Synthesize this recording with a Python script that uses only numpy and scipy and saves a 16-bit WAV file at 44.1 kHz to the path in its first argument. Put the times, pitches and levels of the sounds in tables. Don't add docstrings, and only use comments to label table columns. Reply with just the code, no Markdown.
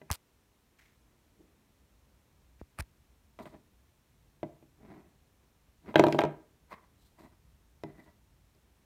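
import sys
import numpy as np
from scipy import signal
from scipy.fft import rfft, irfft, next_fast_len
from scipy.io import wavfile
from scipy.ndimage import map_coordinates

SR = 44100
rng = np.random.default_rng(int(sys.argv[2]) if len(sys.argv) > 2 else 0)


def to_linear_factor(level_db):
    exponent = np.asarray(level_db, float) / 20
    return 10 ** exponent


def log_audio(samples):
    frames = np.atleast_2d(samples).T
    limited = np.clip(frames, -1, 1)
    pcm = np.round(limited * 32767).astype(np.int16)
    wavfile.write(sys.argv[1], SR, pcm)


N = 390272

# [f/Hz, level/dB per Hz]
RUMBLE_COLOUR = [(12, -61), (20, -22.5), (41, -6), (59, 1.5), (82, -4), (102, -7.5), (146, -9.5),
                 (260, -27), (340, -43), (570, -120)]
TONE_COLOUR = [(100, -19), (200, 3.5), (400, -2), (900, -10.5), (2500, -17.5), (4000, -32)]
HISS_COLOUR = [(290, -42.5), (500, -37.5), (570, -13.5), (623, -9.5), (753, -7), (810, -10), (898, -4),
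               (1450, -10.5), (1730, -9.5), (4170, -11), (4830, -15), (5350, -12), (10500, -16),
               (15100, -15.5), (16500, -32)]
RUMBLE_DB, SWELL_DB, TONE_DB, HISS_DB = -67.5, 0.5, -74, -76
SETTLE_S, SETTLE_DB = 0.8, 7.5

# [t/s, strength/dB, hollow head over torso/dB, hardness/dB, extra snap/dB]
KNOCKS = [
    (.0155, -48, -0.5, 0, -20),
    (3.389, -47.5, 5.5, 7.5, -2),
    (3.415, -68, 5, -2, 4),
    (3.4555, -49.5, 5, 3.5, -3),
    (3.54, -53.5, -1, -4.5, -10),
    (4.4305, -30.5, 2.5, -7.5, -5),
    (4.626, -53, -3, -9, -3),
    (7.836, -33.5, -0.5, -6, 5),
    (8.549, -65, -7, -5, 20),
]
TUMBLE = [(5.942, -37.5, 7.5, 0.5, -5.5), (5.957, -13.5, 3.5, 5, -8.5), (5.981, -29, -7.5, 0, 0),
          (5.9912, -28, -3, 1.5, 0), (5.995, -9, 1, -3, 1.5), (6.0385, -15.5, 3.5, -3.5, 2.5),
          (6.0669, -17, -2, -9, 4.5), (6.084, -28.5, 9.5, -5, 6), (6.1248, -23.5, -10.5, 0.5, 8),
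          (6.146, -18.5, -4.5, -14.5, -3), (6.186, -25, -7, -0.5, -0.5), (6.1894, -23, 10, 10, -5),
          (6.207, -30, -6, 0.5, 4), (6.2159, -31.5, 11, 8, -8), (6.237, -19, -2, -8, 2),
          (6.251, -22.5, 0.5, -11, 5)]
# [f/Hz, level/dB, t60/s]
DESK_MODES = [(114.5, -8, 0.13), (151, -3, .25), (213, -9, 0.18), (251, 2, 0.082)]
TORSO_MODES = [(319.5, -0.5, .13), (343, -6, .12), (393.6, -3, 0.12), (423, -8, 0.074), (536, -14, .04)]
HEAD_MODES = [(553, -16.5, .05), (620.5, -3.5, 0.086), (665, -11, .06), (683, -7.5, 0.061), (805, -13, .08),
              (837, -13, 0.076), (951, -7, 0.05), (1100, -19.5, .016)]
SHELL_MODES = [(1340, -3, .035), (1590, 0, .035), (1800, -8, .012), (2430, 1, .018), (2800, -8, .01),
               (3150, -3, .014), (3750, -7, .012)]
FEET_MODES = [(2026, -18, 0.039), (2290, -25, 0.021)]
# [f/Hz, level/dB]
VINYL_COLOUR = [(700, -24.5), (1200, 4.5), (1700, -1.5), (2100, 1), (2500, 0), (3300, -4.5), (4200, -11),
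                (5500, -35.5)]
CRACK_COLOUR = [(2000, -15.5), (4000, 4.5), (6000, 1.5), (8000, -6.5), (10000, -14.5), (12000, -8.5),
                (14500, -18.5), (16000, -39)]
DESK_DB, SHELL_DB, CRACK_DB, FEET_DB = -9.5, -0.5, -12.5, -9
FLAT_DB = 6
SQUASH_S = 0.0017

# [f/Hz, t60/s]
ROOM_DECAY = [(150, .5), (600, 0.37), (1400, 0.43), (2500, 0.35), (5000, 0.18), (12000, .18)]

# [t/s, level/dB, f/Hz, t60/s, direction]
JOLTS = [
    (0.101, -49, 62, 0.036, 0.33),
    (0.109, -19.5, 76.5, 0.048, -1.3),
    (2.6143, -19, 334, 0.0035, 0.77),
    (2.6162, -31.5, 66, 0.053, 0.98),
    (2.794, -22.5, 84.4, 0.064, 0.71),
    (2.812, -24, 49.3, 0.061, -0.91),
]
# [t/s, peak level/dB, dull knock over the tick/dB]
STRUCK = [
    (0.1028, -33, 8.5),
    (0.1143, -13.5, -16),
    (2.7878, -33.5, 3.5),
    (2.824, -49, -12),
]
# [peak t/s, rise/s, fall/s, bright level/dB, dull level/dB]
BUZZ = [
    (.111, 0.021, .03, -72, -50),
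    (.147, 0.034, 0.022, -57, -59),
    (2.79, 0.0097, 0.036, -74, -49),
    (2.807, 0.018, 0.0024, -41, -41),
]
# [f/Hz, level/dB]
TICK_COLOUR = [(1500, -5), (3000, -0.5), (5000, 0.5), (7000, -8), (9500, 2.5), (11000, -7.5), (13500, -4.5),
               (15300, -14.5), (16800, -29)]
CASE_COLOUR = [(300, 2.5), (700, 13.5), (1300, 12.5), (2000, 9.5), (2600, 8.5), (3150, -29), (3800, -62)]
THROWN_S, THROWN_DB, DULL_DB = 0.1216, -22, -19
FLIGHT_S, SHRINK = 0.0079, 0.82
LOSS_DB, TIRES = 25.5, 0.87

# [peak t/s, rise/s, fall/s, level/dB]
SHUFFLE = [
    (.79, 0.0045, 0.044, -62),
    (.85, 0.083, 0.15, -69.5),
    (2.6, 0.013, 0.035, -69),
]
# [peak t/s, rise/s, fall/s, level/dB]
RUSTLE = [
    (3.39, .006, 0.15, -68.5),
    (3.458, .006, 0.11, -76),
    (6.11, 0.23, 0.21, -63.5),
    (6.72, .025, 0.036, -67),
    (7.07, 0.15, 0.092, -73.5),
    (7.19, .025, 0.15, -72),
    (7.992, .07, 0.071, -76),
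    (8.07, .07, 0.065, -78),
]
# [f/Hz, level/dB]
CARD_COLOUR = [(1200, -16.5), (1700, -5.5), (2200, -4.5), (3000, -15), (4000, -18), (7000, -20.5),
               (9000, -28)]
FILM_COLOUR = [(1200, -8), (2000, -9), (4000, 9.5), (5500, 0), (9500, 3.5), (10800, -10), (13000, 4.5),
               (17000, -17)]

# [peak t/s, rise/s, fall/s, pressure/dB, dryness (skin over desk)/dB]
SLIDES = [(1.41, 0.055, 0.15, -61.5, -19), (3.4, 0.0064, 0.058, -46.5, -5), (3.465, 0.0065, 0.036, -59, 4),
          (3.545, .05, 0.053, -52, -8), (4.844, 0.076, 0.059, -53.5, -8.5), (4.915, 0.062, 0.19, -51, -6.5),
          (5.89, 0.042, 0.047, -40.5, -6.5), (6.731, 0.031, 0.03, -56.5, 13), (6.784, .03, .03, -71.5, 9),
          (6.838, .02, 0.022, -74.5, 9), (7.2, 0.031, 0.073, -58.5, -1), (7.256, 0.05, .035, -56.5, -4.5),
          (7.328, .025, 0.033, -66, -3), (7.891, 0.025, 0.1, -55, -8), (7.992, 0.043, .05, -58.5, -8),
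          (8.078, 0.069, 0.055, -61, -1.5)]
# [peak t/s, rise/s, fall/s, level/dB]
SINGING = [
    (7.86, .01, 0.057, -70),
    (7.996, 0.062, 0.027, -64),
    (8.07, 0.044, 0.05, -71),
]
# [f/Hz, level/dB]
SKIN_COLOUR = [(600, -28), (950, 8.5), (1300, -2.5), (1700, -8.5), (2000, -21), (2600, -41)]
SOLES_COLOUR = [(1500, -30.5), (1950, 5), (2600, -4.5), (3000, -12.5), (4000, -11.5), (5500, -22.5),
                (7000, -38.5)]
SLIDE_HEAD_DB, HEAD_DRIES, SOLES_DB = -1, 0.6, -11.5
SPAN_DB, ROUND = 20.5, 1.3

# [f/Hz, level/dB]
MIC_BAND = [(100, 0), (16300, 0), (16900, -60)]


def unit(x):
    return x / np.sqrt(np.mean(x ** 2) + 1e-20)


def along(points, hz):
    f, v = np.transpose(points)
    return np.interp(np.log(hz + 1), np.log(f + 1), v)


def wobble(rate):
    knots = rng.standard_normal(int(N * rate / SR) + 4)
    return map_coordinates(knots, [np.arange(N) * rate / SR])


def coloured(x, points):
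    m = next_fast_len(len(x) + 8192)
    gain = to_linear_factor(along(points, np.fft.rfftfreq(m, 1 / SR)))
    return irfft(rfft(x, m) * gain, m)[:len(x)]


def ring(modes, scatter_db, rise):
    hz, db, t60 = np.transpose(modes)[:, :, None]
    t = np.arange(SR // 4) / SR
    db = db + scatter_db * rng.standard_normal(db.shape)
    partials = to_linear_factor(db - 60 * t / t60) * np.sin(2 * np.pi * hz * t)
    x = np.sum(partials, axis=0) * (1 - np.exp(-t / rise))
    return x / np.max(np.abs(x))


def burst(points, t60):
    t = np.arange(SR // 20) / SR
    noise = coloured(rng.standard_normal(len(t)), points)
    x = noise * to_linear_factor(-60 * t / t60) * (1 - np.exp(-t / t60 * 30))
    return x / np.max(np.abs(x))


def grit(rate, spread_db):
    hits = rng.random(N) < rate / SR
    return hits * rng.standard_normal(N) * to_linear_factor(spread_db * rng.standard_normal(N))


def strokes(rows):
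    t = np.arange(N) / SR
    gains = 0
    for s, rise, fall, *db in rows:
        distance = np.where(t < s, (s - t) / abs(rise), (t - s) / abs(fall))
        gains = gains + to_linear_factor(np.array(db)[:, None] - SPAN_DB * distance ** ROUND)
    return gains


def add(track, s, x):
    part = track[round(s * SR):][:len(x)]
    part += x[:len(part)]


def background():
    def noise(points):
        return unit(coloured(rng.standard_normal(N), points))

    settling_db = SETTLE_DB * np.exp(-np.arange(N) / SR / SETTLE_S)
    rumble_db = RUMBLE_DB - settling_db + SWELL_DB * wobble(1.0) + 1.3 * wobble(5.5)
    rumble = to_linear_factor(rumble_db) * noise(RUMBLE_COLOUR)
    tone = to_linear_factor(TONE_DB + 0.8 * wobble(3.1)) * noise(TONE_COLOUR)
    return rumble + tone + to_linear_factor(HISS_DB) * noise(HISS_COLOUR)


def knocks():
    out = np.zeros((4, N))
    for k, (s, db, head_db, hard_db, snap_db) in enumerate(KNOCKS + TUMBLE):
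        track = out[k % 4]
        flat = k < len(KNOCKS)
        bright_db = db + hard_db
        add(track, s, to_linear_factor(db + DESK_DB + flat * FLAT_DB) * ring(DESK_MODES, 1.5, rise=0.0023))
        add(track, s, to_linear_factor(db) * ring(TORSO_MODES, 3.2, SQUASH_S))
        add(track, s, -to_linear_factor(db + head_db) * ring(HEAD_MODES, 3.8, rise=0.0008))
        add(track, s, to_linear_factor(bright_db + SHELL_DB - 6.5) * ring(SHELL_MODES, 4, rise=0.00016))
        add(track, s, to_linear_factor(bright_db + SHELL_DB - 3.5) * burst(VINYL_COLOUR, t60=0.022))
        add(track, s, to_linear_factor(bright_db + snap_db + CRACK_DB) * burst(CRACK_COLOUR, t60=0.0087))
        add(track, s, flat * to_linear_factor(bright_db + FEET_DB) * ring(FEET_MODES, 0.98, rise=0.00057))
    return out


def room(tracks):
    hz, t, z = signal.stft(rng.standard_normal((len(tracks), SR // 2)), SR, nperseg=256)
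    decay = to_linear_factor(-60 * t / along(ROOM_DECAY, hz)[:, None])
    tails = signal.istft(z * decay, SR, nperseg=256)[1]
    wet = sum(signal.fftconvolve(x, tail / np.linalg.norm(tail)) for x, tail in zip(tracks, tails))
    return np.pad(wet, (300, 0))[:N]


def phone():
    out = np.zeros(N)
    t = np.arange(SR // 5) / SR
    for s, db, hz, t60, direction in JOLTS:
        swing = np.sin(2 * np.pi * hz * t) * (1 - np.exp(-12 * hz * t))
        add(out, s, direction * to_linear_factor(db - 60 * t / t60) * swing)
    bounces = []
    for k in range(9):
        s = THROWN_S + FLIGHT_S * (1 - SHRINK ** k) / (1 - SHRINK)
        bounces.append((s, THROWN_DB - LOSS_DB * (1 - TIRES ** k), DULL_DB))
    for s, db, dull_db in STRUCK + bounces:
        tick = burst(TICK_COLOUR, t60=0.0027)
        add(out, s, to_linear_factor(db) * (tick + to_linear_factor(dull_db) * burst(CASE_COLOUR, t60=0.011)))
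    bright, dull = strokes(BUZZ)
    chatter = grit(rate=15000, spread_db=-2.5)
    buzz = bright * unit(coloured(chatter, TICK_COLOUR)) + dull * unit(coloured(chatter, CASE_COLOUR))
    return out + buzz


def packaging():
    snaps = grit(rate=5000, spread_db=0.5) * to_linear_factor(3.2 * wobble(65))
    film = unit(coloured(snaps, FILM_COLOUR))
    card = unit(coloured(grit(rate=4100, spread_db=-0.5), CARD_COLOUR))
    return strokes(RUSTLE)[0] * film + strokes(SHUFFLE)[0] * card


def slides():
    slips = unit(grit(rate=3200, spread_db=2.5) * to_linear_factor(1.4 * wobble(40)))
    rows = []
    for s, rise, fall, db, dry_db in SLIDES:
        head_db = db + SLIDE_HEAD_DB + HEAD_DRIES * dry_db
        skin_db = db + dry_db
        rows.append((s, rise, fall, db, head_db, skin_db, skin_db + SOLES_DB))
    desk, head, skin, soles = strokes(rows) * slips
    singing = strokes(SINGING)[0] * slips

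    def rings(x, modes, share):
        body = ring([(hz, db, share * t60) for hz, db, t60 in modes], 1.5, rise=0.0004)
        return signal.fftconvolve(x, body / np.linalg.norm(body))[:N]

    def grain(x, colour):
        return coloured(x, colour) / np.std(coloured(slips, colour))

    bodies = rings(desk, DESK_MODES[2:] + TORSO_MODES, 0.28) + rings(head, HEAD_MODES, 0.2)
    dry_grain = grain(skin, SKIN_COLOUR) + grain(soles, SOLES_COLOUR)
    return bodies + rings(singing, FEET_MODES, 1.0) + dry_grain


def scene():
    def low_cut(x, cut_hz):
        return signal.sosfilt(signal.butter(2, cut_hz / SR * 2, "high", output="sos"), x)

    desk = np.vstack([knocks(), slides() + packaging()])
    near = desk.sum(axis=0) + to_linear_factor(-15.0) * room(desk)
    return (low_cut(near, cut_hz=83) + low_cut(phone(), cut_hz=61) + background())[None]


def top_cut(x):
    return signal.sosfilt(signal.butter(12, 16840, fs=SR, output="sos"), x)


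def record(dry):
    mix = coloured(dry[0], MIC_BAND)[None]
    return top_cut(mix)


dry = scene()
out = record(dry)
log_audio(out)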